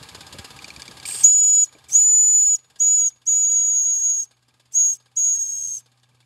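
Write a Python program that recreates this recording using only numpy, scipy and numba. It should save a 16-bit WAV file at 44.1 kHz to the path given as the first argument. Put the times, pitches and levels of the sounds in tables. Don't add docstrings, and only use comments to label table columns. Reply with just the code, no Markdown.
import sys
import numpy as np
from scipy import signal
from scipy.fft import rfft, irfft, next_fast_len
from scipy.io import wavfile
from scipy.ndimage import uniform_filter1d, map_coordinates
from numba import njit

SR = 44100
rng = np.random.default_rng(int(sys.argv[2]) if len(sys.argv) > 2 else 0)


def unload_audio(sound):
    columns = np.transpose(np.atleast_2d(sound))
    steps = np.round(np.clip(columns, -1, 1) * 32767)
    wavfile.write(sys.argv[1], SR, steps.astype(np.int16))


N = 275625

# frequency in Hz, relative density in dB.
AIR_SPECTRUM = [(25, -24.5), (45, -7), (65, 1.5), (100, 2.5), (160, 0.5), (260, -9.5), (600, -17),
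                (1200, -20), (4000, -36.5)]


def amp(db):
    return 10 ** (np.asarray(db) / 20)


def unit(x):
    return x / np.sqrt(np.mean(np.abs(x) ** 2) + 1e-20)


def curves(rows):
    s, *cols = np.transpose(rows)
    return [np.interp(np.arange(N) / SR, s, c) for c in cols]


def gate(start_s, rise_s, hold_s, fall_s):
    corners_s = start_s + np.cumsum([0, rise_s, hold_s, fall_s])
    return np.interp(np.arange(N) / SR, corners_s, [0, 1, 1, 0])


def wobble(knots_per_s):
    knots = rng.standard_normal(N // 8)
    return unit(map_coordinates(knots, [np.arange(N) * knots_per_s / SR], mode="wrap"))


def filtered(x, response):
    m = next_fast_len(N + SR // 2)
    return irfft(rfft(x, m) * response(np.fft.rfftfreq(m, 1 / SR)), m)[..., :N]


def noise(spectrum):
    f, db = np.transpose(spectrum)

    def colour(hz):
        return amp(np.interp(np.log(hz + 1), np.log(f), db, left=-120, right=-120))

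    return unit(filtered(rng.standard_normal(N), colour))


def ringing(x, modes):
    def response(f):
        return 1 + sum(amp(db) * 1j * f * w / (c * c - f * f + 1j * f * w) for c, w, db in modes)

    return filtered(x, response)


def add(track, s, sound):
    part = track[max(round(s * SR), 0):][:len(sound)]
    part += sound[:len(part)]


def yard(second_db=-16, swell_db=3.0):
    # time in seconds, hum frequency in Hz, level of its first partial in dB.
    hum_path = [(0, 130, -63), (1.3, 130.8, -53.5), (3.2, 122.8, -49), (6.25, 122.3, -41.5)]
    start_db, fade_db_per_s = -54.5, 0.5
    hum_hz, hum_db = curves(hum_path)
    phase = 2 * np.pi * np.cumsum(hum_hz + 0.52 * wobble(6.1)) / SR
    partials = np.sin(phase) + amp(second_db) * np.sin(2 * phase)
    hum = amp(hum_db + 0.61 * wobble(4.6)) * partials
    rumble_db = start_db - fade_db_per_s * np.arange(N) / SR + swell_db * wobble(13)
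    return hum + amp(rumble_db) * noise(AIR_SPECTRUM)


def handling(rise_s=0.0032, t60_s=0.082):
    # start in seconds, thud gain in dB, scuff gain in dB.
    bumps = [(0.01, -33, -44), (0.182, -40, -49), (0.341, -34.5, -36.5), (0.389, -32, -46),
             (0.636, -37, -61), (0.773, -34, -52), (0.885, -35.5, -52), (1.75, -44, -34), (2.1, -40.5, -29),
             (5.729, -33, -33)]
    # frequency in Hz, relative density in dB.
    thud_spectrum = [(40, -31), (70, 1.5), (140, -0.5), (280, -9), (600, -33)]
    # frequency in Hz, relative density in dB.
    scuff_spectrum = [(170, -4), (330, 1), (620, 4.5), (800, -22), (1400, -30)]
    t = np.arange(SR // 5) / SR
    push = (1 - np.exp(-t / rise_s)) * amp(-60 * t / t60_s)
    thuds, scuffs = np.zeros((2, N))
    for s, thud_db, scuff_db in bumps:
        add(thuds, s, amp(thud_db) * push)
        add(scuffs, s, amp(scuff_db) * push)
    return thuds * noise(thud_spectrum) + scuffs * noise(scuff_spectrum)


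def beat_times(offset_turns):
    # time in seconds, position in turns.
    crank_path = [(-.034, -1), (.502, 8), (1.781, 30), (3.214, 55), (5.113, 88), (6.258, 108)]
    s, turns = np.transpose(crank_path)
    return np.interp(np.arange(turns[-1]) + offset_turns, turns, s)


def exhaust(rise_s=0.0041, t60_s=0.0587, scatter_db=3.2):
    # frequency in Hz, relative density in dB.
    puff_spectrum = [(200, -2), (700, -4), (1050, -3), (1400, -10), (2600, -5.5), (3400, -0.5),
                     (4200, -0.5), (5000, 0), (6000, -13), (6800, -3.5), (10800, -13), (11600, -12.5),
                     (12300, -27), (15500, -28)]
    # frequency in Hz, relative density in dB.
    leak_spectrum = [(150, -9.5), (300, 0.5), (700, -3), (1250, 3), (1420, -11.5), (2400, -4), (4700, -5),
                     (6100, -15), (6600, -7.5), (10500, -16), (11400, -8.5), (12000, -26), (14200, -25),
                     (15700, -29)]
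    # centre in Hz, width in Hz, gain in dB.
    chimney_modes = [(802, 27, 1), (1611, 81, 10.5), (3330, 540, -18), (4430, 130, -11)]
    puff_db, leak_db = -46, -50
    t = np.arange(SR // 10) / SR
    puff = (1 - np.exp(-(t / rise_s) ** 2)) * amp(-60 * t / t60_s)
    flow = np.zeros(N)
    for s in beat_times(0):
        add(flow, s, puff * amp(scatter_db * rng.standard_normal()))
    puffs = amp(puff_db) * unit(flow) * noise(puff_spectrum)
    leak = amp(leak_db + 0.79 * wobble(70)) * noise(leak_spectrum)
    return ringing(puffs + leak, chimney_modes)


def knock(ring_db, click_db, click_t60_s=0.015, pin_hz=4650, pin_t60_s=0.02256, pin_db=-3):
    # frequency in Hz, gain in dB, t60 in seconds.
    metal_modes = [(1694, -17, 0.024), (2400, -9.5, 0.032), (2328, 6.5, 0.024), (2836, -18, 0.051)]
    t = np.arange(SR // 16) / SR
    ring = np.zeros(len(t))
    for hz, db, t60_s in metal_modes:
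        decay = amp(db + rng.normal(0, 2) - 60 * t / t60_s)
        ring += decay * np.sin(2 * np.pi * hz * rng.normal(1, 0.011) * t)
    band = signal.butter(3, [3200, 8000], "bandpass", fs=SR, output="sos")
    click = signal.sosfilt(band, rng.standard_normal(len(t)) * amp(-60 * t / click_t60_s))
    pin = amp(pin_db - 60 * t / pin_t60_s) * np.sin(2 * np.pi * pin_hz * rng.normal(1, 0.026) * t)
    soft_start = 1 - np.exp(-t / 0.0015)
    return amp(ring_db) * ring * soft_start + amp(click_db) * (1.2 * click + pin)


def crank(tick_ring_db=-47, tick_click_db=-49, scatter_db=4):
    # start in seconds, ring gain in dB, click gain in dB.
    loud_knocks = [(0.5896, -31, -36), (0.644, -28.5, -27.5), (0.7036, -32.5, -30.5), (0.7627, -36, -28.5),
                   (0.82, -39, -25), (0.8797, -36, -28), (0.9996, -40, -29.5), (1.054, -31, -22.5),
                   (1.1102, -29.5, -34), (1.8942, -32, -33.5), (1.9545, -36, -34.5), (2.0047, -32, -24)]
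    track = np.zeros(N)
    for s in beat_times(.48):
        ring_scatter_db, click_scatter_db = scatter_db * rng.standard_normal(2)
        add(track, s, knock(tick_ring_db + ring_scatter_db, tick_click_db + click_scatter_db))
    for s, ring_db, click_db in loud_knocks:
        add(track, s, knock(ring_db, click_db))
    return track


def reflections(x, size_db=-17, count=8):
    delays_s = rng.uniform(.002, .011, count)
    return filtered(x, lambda f: 1 + amp(size_db) * sum(np.exp(-2j * np.pi * f * d) for d in delays_s))


def valve():
    # start, opening, hold and closing time, all in seconds.
    toots = [(1.226, .021, .389, .028), (1.884, .076, .59, .024), (2.787, .017, .279, .021),
             (3.255, .022, .955, .028), (4.719, .035, .186, .036), (5.156, .016, .6, .04)]
    # tone gain in dB, sizzle gain in dB.
    force = [(0, -28.5), (3, -26.5), (3, -28), (3.5, -28), (5.5, -24.5), (3.5, -25)]
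    gates = np.array([gate(*toot) for toot in toots])
    tone_db, sizzle_db = np.array(force)[gates.argmax(axis=0)].T
    return gates.max(axis=0), tone_db, sizzle_db


def steam(opening, sizzle_db):
    # frequency in Hz, relative density in dB.
    rush_spectrum = [(60, -36), (150, -15), (550, -12.5), (1000, -23), (1900, -32), (2500, -18),
                     (3100, -8.5), (3500, -10.5), (4000, -20.5), (5000, -3), (5350, -7.5), (5900, -1.5),
                     (6600, 3), (7400, -26)]
    # frequency in Hz, relative density in dB.
    sizzle_spectrum = [(5500, -43.5), (6400, -18), (6700, 3), (7080, -7), (7350, 5), (8050, -0.5),
                       (8500, -7.5), (9700, -10), (11300, -9.5), (12100, -15), (12700, -17), (14000, -16.5),
                       (15700, -20)]
    # frequency in Hz, relative density in dB.
    wet_spectrum = [(300, -31), (2000, -27.5), (3100, -16), (3900, -26.5), (4700, -11.5), (6200, -23.5),
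                    (7000, -8.5), (7700, -8.5), (8020, -23), (8280, 4), (8600, -9.5), (9500, -13.5),
                    (10100, -22), (11500, -21), (13000, -27.5), (15500, -27.5)]
    # centre in Hz, width in Hz, gain in dB.
    body_modes = [(5320, 91, -7.5), (5860, 200, -5.5), (7520, 57, -7.5), (8064, 170, 2), (9430, 300, -3.5),
                  (10570, 350, -6.5)]
    rush_db, spit_db, draught_db = -30.5, -31, -49
    jet = amp(rush_db) * noise(rush_spectrum) + amp(sizzle_db) * noise(sizzle_spectrum)
    jet = jet * np.sqrt(opening) * amp(1.2 * wobble(110))
    sputter = amp(1.3 * wobble(320))
    spit_gate = gate(start_s=1.05, rise_s=0.012, hold_s=0.15, fall_s=0.032)
    spit = amp(spit_db) * spit_gate * sputter * noise(wet_spectrum)
    draught = amp(draught_db) * opening * noise(AIR_SPECTRUM)
    return ringing(jet + spit, body_modes) + draught


def whistle(opening, tone_db, choke_db=36, jitter_hz=9, waver_hz=8, flutter_db=0.63, tremble_db=0.43,
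            line_hz=70, octave_db=-37):
    # time in seconds, pitch in Hz.
    pitch_path = [
        [(1.245, 6810), (1.255, 6830), (1.319, 6893), (1.635, 6882)],
        [(1.958, 6755), (2.004, 6920), (2.06, 6977), (2.456, 6920), (2.55, 6853)],
        [(2.805, 6716), (2.821, 6780), (2.963, 6896), (3.019, 6760), (3.085, 6680)],
        [(3.277, 6730), (3.379, 6827), (3.417, 6861), (3.451, 6700), (3.539, 6784), (3.571, 6678),
         (3.659, 6789), (3.843, 6624), (3.879, 6717), (4.001, 6600), (4.079, 6690), (4.232, 6575)],
        [(4.75, 6615), (4.786, 6680), (4.906, 6631), (4.945, 6480)],
        [(5.17, 6740), (5.202, 6648), (5.322, 6685), (5.38, 6547), (5.422, 6620), (5.482, 6452), (5.492, 6562),
         (5.772, 6420)],
    ]
    full_hz, starve_span_hz = 6664, 133
    starved_loss_db = 10.5
    clean_rough, starved_rough = 0.071, 0.46
    pitch_hz, = curves(np.vstack(pitch_path))
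    throttle = 1 - opening
    starved = np.clip((full_hz - pitch_hz) / starve_span_hz, 0, 1)
    rough = np.clip(clean_rough * (1 - starved) + starved_rough * starved + throttle, 0, 1)
    sag = 1 - .32 * throttle ** 1.6 + .04 * throttle * wobble(700)
    sounding_hz = pitch_hz * sag + jitter_hz * wobble(260) + waver_hz * wobble(45)
    phase = 2 * np.pi * np.cumsum(sounding_hz) / SR
    eddies = filtered(rng.standard_normal((2, N)), lambda f: 1 / (1 + 1j * f / line_hz) / (1 + 1j * f / 350))
    turbulence = unit(eddies[0] + 1j * eddies[1])
    wave = (np.sqrt(1 - rough ** 2) + rough * turbulence) * np.exp(1j * phase)
    speaks = np.clip((opening - .2) / .4, 0, 1)
    unsteady_db = flutter_db * wobble(90) + tremble_db * wobble(18)
    level = speaks * amp(tone_db - choke_db * throttle - starved_loss_db * starved + unsteady_db)
    return np.sqrt(2) * level * (wave + amp(octave_db) * wave ** 2).real


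def echo(x, t60_s=0.26, wet_db=-28):
    t = np.arange(SR // 2) / SR
    tail = rng.standard_normal(len(t)) * amp(-60 * t / t60_s) * (t > .006)
    return amp(wet_db) * signal.fftconvolve(x, tail / np.linalg.norm(tail))[:N]


def scene():
    fade_db_per_s = 0.15
    opening, tone_db, sizzle_db = valve()
    engine = amp(-fade_db_per_s * np.arange(N) / SR) * reflections(exhaust() + crank())
    near = whistle(opening, tone_db) + steam(opening, sizzle_db) + engine
    mono = near + echo(near) + handling() + yard()
    return np.array([mono, mono])


@njit
def follow(excess_db, attack, release_db):
    cut_db, now = np.zeros(len(excess_db)), 0.
    for i in range(len(excess_db)):
        now = max(now + max(excess_db[i] - now, 0.) * attack - release_db, 0.)
        cut_db[i] = now
    return cut_db


def turned_down(x, target_db, attack_s, release_db_per_s, look_ahead_s=0.003):
    power = np.abs(uniform_filter1d(x[0] ** 2, size=128))
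    t = np.arange(N) / SR
    level_db = np.interp(t + look_ahead_s, t, 10 * np.log10(power + 1e-12))
    return x * amp(-follow(level_db - target_db, 1 / (attack_s * SR), release_db_per_s / SR))


def record(dry):
    low_hz, top_hz = 54, 15830
    levelled = turned_down(dry, target_db=-20, attack_s=0.49, release_db_per_s=1.78)
    limited = turned_down(levelled, target_db=-13.5, attack_s=0.021, release_db_per_s=28.5)

    def band(hz):
        low_cut = 1 / np.sqrt(1 + (low_hz / (hz + 1)) ** 12)
        return low_cut * (hz < top_hz)

    return filtered(limited, band)


dry = scene()
out = record(dry)
unload_audio(out)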